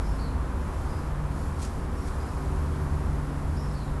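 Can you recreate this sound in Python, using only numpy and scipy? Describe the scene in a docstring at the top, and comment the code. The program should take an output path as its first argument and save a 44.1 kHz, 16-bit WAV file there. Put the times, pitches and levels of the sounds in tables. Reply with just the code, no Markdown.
"""A garden bed in town, one microphone in among large leaves. From the start distant traffic rumbles
under a wash of tyre noise, far engines and machinery swell and fade, and a faint hiss sits on top.
Almost at once a small bird gives thin, mostly falling calls, echoed by walls. At about 1.6 s a leaf
brushes softly close to the microphone, and again near 2.1 s. The bird calls on, ending in a flurry."""
import sys
import numpy as np
from scipy import signal
from scipy.fft import rfft, irfft
from scipy.io import wavfile

SR = 44100
rng = np.random.default_rng(int(sys.argv[2]) if len(sys.argv) > 2 else 0)


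def unload_audio(sound):
    """Save the sound as a 16-bit wav file, at the path given as the first command line argument."""
    columns = np.transpose(np.atleast_2d(sound))
    # keep every value between -1 and 1, then stretch to whole-number steps
    steps = np.round(np.clip(columns, -1, 1) * 32767)
    wavfile.write(sys.argv[1], SR, steps.astype(np.int16))


N = 176400


def undb(db):
    """Decibels to gain."""
    return 10 ** (np.asarray(db) / 20)


def unit(x):
    """Scale to rms 1."""
    return x / np.sqrt(np.mean(x ** 2))


def times():
    """Time of each sample in s."""
    return np.arange(N) / SR


def curve(rows):
    """Each column of a table joined by straight lines in time."""
    rows = np.array(rows, float)
    return [np.interp(times(), rows[:, 0], col) for col in rows.T[1:]]


def walk(rate_hz):
    """Smooth random motion with spread 1, up to about rate_hz."""
    f = np.arange(N + 1) * SR / (2 * N)
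    white = rfft(rng.standard_normal(2 * N))
    return unit(irfft(white * np.exp(-(f / rate_hz) ** 2)))[:N]


def coloured(points):
    """Noise of rms 1 with a spectrum of (Hz, dB) points, falling away below the first."""
    hz, db = np.array(points, float).T
    f = np.maximum(np.arange(N // 2 + 1) * SR / N, 1)
    gain = undb(np.interp(np.log(f), np.log(hz), db))
    low_cut = np.minimum(f / hz[0], 1) ** 2
    return unit(irfft(rfft(rng.standard_normal(N)) * gain * low_cut, N))


# Distant streets as they reach the garden (frequency [Hz], relative density [dB])
TRAFFIC_SPECTRUM = [(20, -4.5), (32, 4.5), (50, -3), (92, 1), (118, -8), (150, -8.5), (185, -6.5),
                    (210, -7.5), (255, -9.5), (320, -13), (425, -18), (470, -14.5), (560, -18),
                    (740, -18.5), (1030, -16.5), (1350, -21), (2000, -30.5), (3000, -38.5), (6000, -49.5)]

def traffic(level_db=-32.5, swell_db=0.42, flicker_db=0.13, recede_db_per_s=0.05, bands=9):
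    """Distant rumble and tyre wash, in octave bands that swell together and flicker alone."""
    spectrum = rfft(coloured(TRAFFIC_SPECTRUM))
    swell = swell_db * walk(0.58) - recede_db_per_s * (times() - N / SR / 2)
    hz = np.maximum(np.arange(N // 2 + 1) * SR / N, 1)
    octave = np.clip(np.log2(hz / 20), 0, bands - 1)
    wash = np.zeros(N)
    for k in range(bands):
        band = irfft(spectrum * np.maximum(1 - abs(octave - k), 0), N)
        wash += band * undb(swell - flicker_db * walk(21))
    return undb(level_db) * wash


# Two vehicles streets away, one low-revving, one pulling off (time [s], firing rate [Hz], level [dB])
LOW_REVVING = [(0, 50.7, -23), (.25, 53, -36), (.45, 56.2, -30), (.62, 56.25, -39), (1.2, 53.7, -31.5),
               (1.5, 54.96, -40), (1.8, 55.1, -36.5), (2.3, 55, -37.5), (2.52, 54.9, -28.5),
               (2.75, 54.9, -48), (3.0, 54, -27), (3.4, 54.77, -42), (3.68, 55.2, -31), (4, 54.8, -36)]
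PULLING_AWAY = [(0, 68.4, -64), (.15, 68.1, -44), (.35, 69.37, -31.5), (.75, 72.9, -34.5),
                (1.15, 74.86, -38.5), (1.5, 73.16, -33), (1.8, 72.05, -47.5), (2.12, 69.93, -27),
                (2.4, 72.9, -39.5), (2.72, 75.86, -28), (3.12, 76.3, -29), (3.35, 77.3, -39),
                (3.5, 79.15, -30), (3.65, 78.9, -42), (4, 77, -38)]

def exhaust(rows, smear=0.33, smear_hz=26, octave_db=-17.5):
    """A far engine's firing tone and its octave, smeared by many paths through the streets."""
    hz, db = curve(rows)
    firing = np.exp(2j * np.pi * (np.cumsum(hz) / SR + rng.random()))
    tone = firing + undb(octave_db) * firing ** 2
    paths = 1 + smear * (walk(smear_hz) + 1j * walk(smear_hz))
    return undb(db) * unit((paths * tone).real)


# Three hums of machinery far beyond the garden (time [s], pitch [Hz], level [dB])
LOW_HUM = [(0, 146, -38.5), (.25, 145, -38.5), (.75, 145.1, -53.5), (.95, 145.3, -37.5), (1.05, 146, -42),
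           (1.22, 145.7, -34.5), (1.6, 145, -44), (2.05, 145.2, -47), (2.3, 144.3, -41), (2.6, 146, -36.5),
           (3.3, 144.6, -35), (4, 144, -38.5)]
MID_HUM = [(0, 263.8, -49.5), (.3, 267.8, -44.5), (.6, 276.6, -55), (1.4, 275, -56.5), (2.0, 276, -45),
           (2.4, 274.6, -48), (3.05, 277.4, -47), (4, 279, -50.5)]
HIGH_HUM = [(0, 383.4, -57), (.8, 378.2, -52), (1.9, 385.3, -51), (2.7, 380.6, -47), (3.2, 384.7, -52.5),
            (4, 385.9, -52.5)]

def machinery(rows, pitch_wander=0.00331, waver_db=1.36):
    """A far machine's clean hum, wavering a little in pitch and level."""
    hz, db = curve(rows)
    cycles = np.cumsum(hz * (1 + pitch_wander * walk(4.37))) / SR + rng.random()
    return np.sqrt(2) * np.sin(2 * np.pi * cycles) * undb(db + waver_db * walk(7.8))


# Colour of the background hiss (frequency [Hz], relative density [dB])
HISS_SPECTRUM = [(1500, -26), (3000, -5), (4200, 0.5), (5400, 2), (6300, -.5), (7200, 1.5), (8000, -0.5),
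                 (10000, 1), (12000, -2)]
# Its strength at the microphone (time [s], level [dB])
HISS_CONTOUR = [(0, -55), (.2, -55.5), (.35, -58), (.55, -57.5), (.78, -54.5), (1.03, -55), (1.13, -58.5),
                (1.25, -58.5), (1.42, -53), (1.55, -55.5), (1.76, -54), (1.89, -58.5), (2.0, -54),
                (2.4, -54), (2.8, -55.5), (3.45, -56.5), (3.58, -55), (4, -58)]

def hiss():
    """Faint high hiss that rises and sinks slightly."""
    db, = curve(HISS_CONTOUR)
    return coloured(HISS_SPECTRUM) * undb(db)


# A small bird, faint at the microphone
# (start [s], length [s], glide from [Hz], glide to [Hz], level [dB], rasp [0-1])
BIRD_NOTES = [(0.03, 0.12, 5300, 5340, -61, .9), (.18, 0.11, 4750, 4000, -54, 0.6),
              (0.879, 0.13, 5060, 4950, -61, .6), (1.389, .12, 7370, 7360, -66, 0.89),
              (1.965, 0.11, 5600, 5500, -61, .4), (2.193, .06, 5000, 5100, -58, .3),
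              (2.272, .05, 5540, 5650, -60, 0.35), (2.715, 0.036, 3550, 3400, -58, 0.36),
              (3.559, 0.1, 5300, 5400, -55.5, 1), (3.66, 0.0877, 5415, 5100, -63, 0.89),
              (3.68, .2, 8630, 6850, -67, .5), (3.732, 0.14, 4726, 3800, -57.5, 0.7)]

def bird(scoop=0.12, scoop_s=0.014, ramp_s=0.012, rasp_width_hz=450, rasp_fade_s=0.11):
    """Thin notes that scoop up with a rasp, then glide and fade."""
    t, calls = times(), np.zeros(N)
    pitch_jitter = 1 + 0.026 * walk(367)
    flutter = walk(rasp_width_hz) + 1j * walk(rasp_width_hz)
    for start, length, from_hz, to_hz, db, rasp in BIRD_NOTES:
        age = np.clip(t - start, 0, length)
        progress = age / length
        glide = from_hz + (to_hz - from_hz) * progress
        hz = glide * (1 - scoop * np.exp(-age / scoop_s)) * pitch_jitter
        ramps = np.minimum(np.minimum(age, length - age) / ramp_s, 1)
        envelope = ramps * np.exp(-0.4 * progress)
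        whistle = np.exp(2j * np.pi * np.cumsum(hz) / SR)
        roughness = 1 + rasp * flutter * np.exp(-age / rasp_fade_s)
        calls += undb(db) * envelope * (whistle * roughness).real
    return calls


def walls(direct, t60_s=0.55, echo_db=-0.5):
    """The direct sound plus a short tail of reflections off the walls round the garden."""
    tail = rng.standard_normal(N) * np.exp(-np.log(1000) * times() / t60_s)
    tail /= np.sqrt(np.sum(tail ** 2))
    return direct + undb(echo_db) * signal.fftconvolve(direct, tail)[:N]


# Brushes of a leaf beside the microphone (peak time [s], rise [s], fall [s], level [dB])
LEAF_BRUSHES = [(1.595, .005, 0.0092, -50.5), (1.628, 0.013, 0.015, -41.5), (1.65, 0.011, 0.036, -47),
                (2.08, .022, 0.02, -49)]
# Colour of the rubbing at close range (frequency [Hz], relative density [dB])
LEAF_SPECTRUM = [(1200, 1), (3000, 0.5), (5500, 4), (9500, 2.5), (12000, -8.5)]

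def leaf(grain_db=1.5):
    """Short grainy swishes of a leaf being brushed close by."""
    t, envelope = times(), np.zeros(N)
    for peak, rise, fall, db in LEAF_BRUSHES:
        envelope += undb(db) * np.exp(-np.maximum((peak - t) / rise, (t - peak) / fall))
    rubbing = coloured(LEAF_SPECTRUM) * undb(grain_db * walk(230.4))
    return envelope * unit(rubbing)


def scene():
    """The far town and the near garden at one microphone among the leaves."""
    engines = exhaust(LOW_REVVING) + exhaust(PULLING_AWAY)
    hums = machinery(LOW_HUM) + machinery(MID_HUM) + machinery(HIGH_HUM)
    return (traffic() + engines + hums + hiss() + walls(bird()) + leaf())[None]


def record(dry):
    """The recorder cuts the top steeply above 11850 Hz."""
    return signal.sosfilt(signal.ellip(12, .1, 80, 11850, fs=SR, output="sos"), dry)


dry = scene()
out = record(dry)
unload_audio(out)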